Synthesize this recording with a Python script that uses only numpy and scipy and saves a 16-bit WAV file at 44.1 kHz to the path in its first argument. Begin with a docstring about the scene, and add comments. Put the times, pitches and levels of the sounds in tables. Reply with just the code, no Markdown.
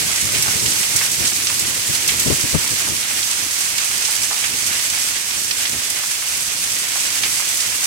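"""A cloudburst on a street, lawns and trees, heard from a porch on a hand-held stereo microphone pair.
From the start, countless drops merge into a bright, surging hiss and the storm roars low in the distance.
Gusts buffet the left microphone while fat drips splat close by, mostly on the right.
The gusts hit hardest near 2.5 s and are gone after 3 s; rain, drips and an easing roar carry on."""
import sys
import numpy as np
from scipy import signal
from scipy.fft import rfft, irfft, next_fast_len
from scipy.io import wavfile
from scipy.ndimage import uniform_filter1d

SR = 44100
rng = np.random.default_rng(int(sys.argv[2]) if len(sys.argv) > 2 else 0)


def int16_out(signal):
    """Quantize to a 16-bit WAV file."""
    q = np.round(np.clip(np.atleast_2d(signal).T, -1, 1) * 32767)
    wavfile.write(sys.argv[1], SR, q.astype(np.int16))


N = 346626
MIC_LAG = 21  # samples that sound needs from one microphone to the other
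TOP_HZ = 15800


def undb(db):
    """Decibels to gain."""
    return 10 ** (np.asarray(db) / 20)


def unit(x):
    """Scale to rms 1."""
    return x / np.sqrt(np.mean(x ** 2))


def curve(table):
    """A (time, value) table joined by straight lines."""
    return np.interp(np.arange(N) / SR, *np.transpose(table))


def gains(points, hz):
    """Gain at each frequency of a (frequency [Hz], level [dB]) table."""
    f, db = np.transpose(points)
    return undb(np.interp(np.log(hz + 1), np.log(f), db))


def shape(x, response):
    """Filter x with a gain given as a function of frequency."""
    size = next_fast_len(x.shape[-1], True)
    hz = np.arange(size // 2 + 1) * SR / size
    return irfft(rfft(x, size) * response(hz), size)[..., :x.shape[-1]]


def hump(hz, centre_hz, octaves):
    """A flat-topped band on a log-frequency axis."""
    return 1 / (1 + (np.log2((hz + 1) / centre_hz) / octaves) ** 4)


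def wander(per_s):
    """A smooth random drift of rms 1 that turns per_s times a second."""
    hold = SR // per_s
    steps = np.repeat(rng.standard_normal(N // hold + 1), hold)
    return unit(uniform_filter1d(steps, hold)[:N])


def swell(s, length_s):
    """A gain that rises to 1 at time s and dies away again."""
    return 1 / (1 + ((np.arange(N) / SR - s) / (.5 * length_s)) ** 4) ** 0.79


def add(out, sound, s):
    """Mix a sound in at time s."""
    start = int(np.clip(s * SR, 0, N - 1))
    out[:, start:start + sound.shape[1]] += sound[:, :N - start]


def drops(per_s, spread_db):
    """Drops click all around the porch; each reaches the two microphones with its own lag."""
    total = per_s * N // SR
    at = rng.integers(0, N, total)
    lag = rng.integers(-MIC_LAG, MIC_LAG + 1, total)
    nearness = np.minimum(rng.exponential(size=total), 6)
    size = rng.choice([-1, 1], total) * undb(spread_db * nearness)
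    return unit(np.array([np.bincount(at, size, N), np.bincount((at + lag) % N, size, N)]))


# strength of the downpour beyond the porch: (time [s], relative level [dB])
RAIN_LEVEL = [(0, -22.4), (.7, -21.5), (1.45, -22), (1.85, -23), (2.3, -22), (3.1, -23), (3.92, -24),
              (4.12, -21.5), (4.65, -23.5), (5.02, -22.5), (5.22, -24.5), (5.55, -24), (5.95, -25),
              (6.6, -24.6), (7.0, -22.5), (7.86, -23)]
# colour of the rain from under the roof: (frequency [Hz], relative level [dB])
RAIN_SPECTRUM = [(200, -30.5), (600, -14), (1000, -9.5), (1600, -5.5), (2200, -2), (3200, -2.5),
                 (3950, -3.5), (5000, -1.2), (6400, 0.6), (7050, -1.46), (8100, 1.5), (9700, -4.5),
                 (11200, -3.5), (13500, -12.5), (16000, -13.5)]


def rain(trim_db=3.6, patter_follow=0.73):
    """Far drops fuse into a wash, nearer ones tick; heavy drops on leaves and paving fill the middle."""
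    level_db = curve(RAIN_LEVEL)
    # the heavy drops follow only a share of each surge
    patter_db = -0.1 + (patter_follow - 1) * (level_db - level_db.mean()) + 0.19 * wander(per_s=7)
    wash = drops(per_s=30000, spread_db=1.17)
    ticks = drops(per_s=1100, spread_db=3.5)
    fall = shape(wash + undb(-10.5) * ticks, lambda hz: gains(RAIN_SPECTRUM, hz))
    fall = unit(fall) + undb(3.0) * plinks()
    fall *= undb(0.61 * wander(per_s=26))  # sheets of rain make the level flutter
    patter = shape(fall, lambda hz: 1 / (1 + (hz / 3700) ** 4))
    hiss = (fall - patter) * undb(0.85 * wander(per_s=50))
    patter *= undb(patter_db + 0.93 * wander(per_s=22))
    return (hiss + patter) * undb(level_db + trim_db)


def plinks(count=900):
    """Drops in puddles on either side trap small bubbles that ring briefly, rising a little in pitch."""
    out, t = np.zeros((2, N)), np.arange(SR // 25) / SR
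    for when, pitch, size, side in rng.random((count, 4)):
        hz = 1900 * 4.5 ** pitch
        decay = np.exp(-t * np.sqrt(hz / 3000) / 0.0082)
        ring = np.sin(2 * np.pi * hz * t * (1 + 1.24 * t)) * decay
        pan = np.sqrt([[side], [1 - side]])
        add(out, undb(-12 * (2 - size ** 3)) * pan * ring, when * N / SR)
    return out


# the distant roar, easing as the squall passes: (time [s], relative level [dB])
ROAR_LEVEL = [(0, -41.5), (1.5, -42), (2.3, -38.5), (3.1, -44.5), (3.9, -45.5), (4.8, -44.5), (5.3, -44.5),
              (6.1, -48), (7.0, -44.5), (7.86, -48)]
# its brief swells: (time [s], relative level [dB])
ROAR_SWELLS = [(2.12, -38), (3.16, -41), (3.44, -44), (4.22, -46), (4.53, -40.5), (5.46, -44), (5.75, -38),
               (7.25, -44)]
# its colour from far off: (frequency [Hz], relative level [dB])
ROAR_SPECTRUM = [(25, -40), (40, -34), (58, -2.5), (100, 3.5), (160, -2.5), (240, -0.5), (305, -0.5),
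                 (450, -5), (700, -9.5), (1500, -44), (4000, -60)]


def roar():
    """Distant rain and wind over the neighbourhood, so low that both microphones hear nearly the same."""
    far = shape(drops(per_s=8000, spread_db=4.0), lambda hz: gains(ROAR_SPECTRUM, hz))
    stir = shape(rng.standard_normal((2, N)), lambda hz: gains(ROAR_SPECTRUM, hz) / (1 + (hz / 200) ** 2))
    steady = undb(curve(ROAR_LEVEL) + 1.7 * wander(per_s=9))
    swells = sum(undb(db) * swell(s, length_s=0.099) for s, db in ROAR_SWELLS)
    return (undb(0.4) * unit(far) + undb(-8) * unit(stir)) * np.hypot(steady, swells)


# gusts right on the left microphone: (time [s], duration [s], relative level [dB])
GUSTS = [(0.047, 0.14, -36.5), (0.245, 0.033, -30.5), (0.377, 0.1, -32), (0.488, 0.012, -27),
         (0.562, 0.027, -31.5), (0.647, 0.071, -30.5), (0.805, 0.035, -39), (0.96, 0.012, -27),
         (1.222, 0.065, -31), (1.643, 0.11, -37.5), (1.902, 0.026, -29.5), (2.274, 0.026, -22),
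         (2.314, 0.035, -19.5), (2.446, 0.02, -26), (2.553, 0.02, -13.5), (2.726, 0.033, -31.5),
         (2.907, 0.079, -33)]
# colour of wind on a microphone: (frequency [Hz], relative level [dB])
WIND_SPECTRUM = [(20, -32), (40, -45), (65, 0), (110, 2.5), (190, -1.5), (310, -2), (420, -7.5), (560, -11),
                 (800, -22), (1300, -21.5), (3000, -50), (8000, -75)]


def wind(breeze_db=-42, shelter_s=2.8, calm_db_per_s=30):
    """Eddies rumble on each microphone until the pair finds shelter; the left one faces the gusts."""
    t = np.arange(N) / SR
    shelter_db = calm_db_per_s * np.maximum(t - shelter_s, 0)
    breeze = undb(breeze_db - shelter_db + 1.5 * wander(per_s=16))
    gusts = sum(undb(db) * swell(s, length_s) for s, length_s, db in GUSTS)
    force = np.array([np.hypot(breeze, undb(5.5) * gusts), undb(-10.5) * breeze])
    eddies = shape(rng.standard_normal((2, N)), lambda hz: gains(WIND_SPECTRUM, hz))
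    # evened out, so the force of the air sets how hard each eddy strikes
    eddies /= np.sqrt(uniform_filter1d(eddies ** 2, SR // 30))
    rumble = eddies * force
    # large, slow eddies trail behind each gust
    trail = unit(shape(rng.standard_normal(N), lambda hz: hump(hz, 82, 0.96)))
    rumble[0] += undb(-6.5) * trail * np.interp(t - .028, t, gusts)
    # the microphones pass little below 50 Hz
    return shape(rumble, lambda hz: 1 - 1 / (1 + (hz / 50) ** 4))


def splat(centre_hz, spray_db, lag, fall_s=0.0027, spray_s=0.03):
    """A close drip flattens in a few milliseconds, then its droplets rain down around it."""
    t = np.arange(SR // 8) / SR
    noise = rng.standard_normal((3, len(t)))
    burst = (t / fall_s) ** 1.5 * np.exp(-t / fall_s)
    burst /= burst.max()
    spray = undb(spray_db) * (1 - np.exp(-t / fall_s)) ** 2 * np.exp(-t / spray_s)
    direct = np.array([np.roll(noise[0] * burst, lag), noise[0] * burst])
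    # porch floor and walls scatter the impact; the droplets make the tail grainy
    grain = unit(undb(1.9 * np.repeat(rng.standard_normal(len(t)), 24)[:len(t)]))
    scattered = noise[1:] * grain * np.hypot(0.75 * burst, 1.26 * spray)
    # hard ground gives a broad, bright smack; leaves and wood a narrower tap with a dull knock beneath
    octaves = 0.73 + centre_hz / 16000
    knock = undb(2) / (1 + (centre_hz / 3000) ** 3)

    def colour(hz):
        """The tone of the struck surface."""
        surface = hump(hz, centre_hz, octaves) + knock * hump(hz, 530, 0.96)
        return unit(surface * gains(RAIN_SPECTRUM, hz) ** 0.9 * (hz < TOP_HZ))

    return shape(np.pad(0.85 * direct + scattered, ((0, 0), (MIC_LAG, 0))), colour)


# fat drips close to the microphones: (time [s], relative level [dB], centre [Hz], relative spray [dB])
FAT_DRIPS = [(0.158, -22, 5400, -10), (0.212, -20, 7500, -17), (0.346, -27.5, 2600, 6),
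             (0.423, -16, 9500, -11), (0.479, -25, 1130, -25), (0.659, -18.5, 3660, -10),
             (0.718, -21.5, 4800, -8), (0.96, -18, 11500, -0.5), (1.010, -25.5, 1700, -4),
             (1.251, -22, 4900, 2), (1.271, -18.5, 6500, -12), (1.468, -18.5, 4000, -5),
             (1.593, -19.5, 12500, -4), (1.948, -19.5, 5600, -16), (2.076, -18.5, 10000, 1.5),
             (2.087, -21.5, 2600, -1), (2.196, -17.5, 11000, -6), (2.674, -23, 9500, -29),
             (2.76, -24, 3300, -5), (3.026, -27.5, 2400, -1), (3.105, -28.5, 1500, -8),
             (3.228, -22.5, 4000, -12), (3.311, -23, 5600, -15), (3.607, -22, 6500, -4),
             (3.781, -24, 3200, -3), (4.021, -22, 4400, -9), (4.05, -22, 4100, -8),
             (4.231, -19.5, 7100, -14), (4.308, -30.5, 1150, -1), (4.438, -22, 2200, -3),
             (4.662, -23, 6400, -4), (4.899, -19.5, 6900, -17), (5.509, -18.7, 3200, -12),
             (5.653, -22.5, 2900, -4), (5.9, -21, 8000, -4), (6.638, -23, 7800, -8),
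             (6.718, -21.5, 6100, -5), (7.234, -19.5, 2700, -5), (7.602, -20, 5700, -5),
             (7.839, -19.5, 7700, -7)]


def drips(count=210):
    """Run-off from eaves and branches lands by the porch: a few fat splats among many small ones."""
    out, rain_db = np.zeros((2, N)), curve(RAIN_LEVEL)
    for s, db, centre_hz, spray_db in FAT_DRIPS:
        drip = splat(centre_hz, spray_db, lag=rng.integers(0, MIC_LAG))
        add(out, undb(db + 3) * drip, s - .0015)  # it starts to swell just before its time
    # the small ones fall at a fairly even rate, each a little early or late
    for k, (late, size, pitch, side) in enumerate(rng.random((count, 4))):
        when = (k + late) / count
        db = rain_db[int(when * N)] - 12.0 + 7 * size + 8 * pitch  # bright smacks carry furthest
        drip = splat(1200 * 9.5 ** pitch, spray_db=-5.5, lag=int((2 * side - 1) * MIC_LAG))
        add(out, undb(db) * drip, when * N / SR)
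    return out


# how the pair hears the water: (frequency [Hz], left minus right [dB])
MIC_BALANCE = [(300, -2), (700, 0), (1300, -3), (2300, -5), (3600, -2.5), (4500, -4.5), (6300, -6),
               (8200, -5.5), (9700, -3.5), (11500, 4.5), (12400, 1.5), (13700, 0.5), (15500, 1)]
# the lean as the pair swings in the hand: (time [s], extra left minus right [dB])
MIC_SWING = [(0, -0.8), (1.6, 0), (3.4, -0.7), (4.1, -1.4), (6, -0.4), (7.86, -0.5)]


def lean(water):
    """Rain and drips reach the microphones mostly from the porch's open right side."""
    def balance(hz):
        """Left and right gains at constant total power."""
        left = gains(MIC_BALANCE, hz)
        return np.array([left, np.ones(len(hz))]) * np.sqrt(2 / (1 + left ** 2))

    swing_db = curve(MIC_SWING)
    return shape(water * undb(np.array([swing_db, -swing_db]) / 2), balance)


def scene():
    """From the porch: rain and close drips over the far roar and the wind on the microphones."""
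    return lean(rain() + drips()) + roar() + wind()


def record(dry):
    """The recorder limits at full scale and cuts the top."""
    lowpass = signal.ellip(12, .1, 80, TOP_HZ, fs=SR, output="sos")
    return signal.sosfilt(lowpass, np.clip(dry, -1, 1))


dry = scene()
out = record(dry)
int16_out(out)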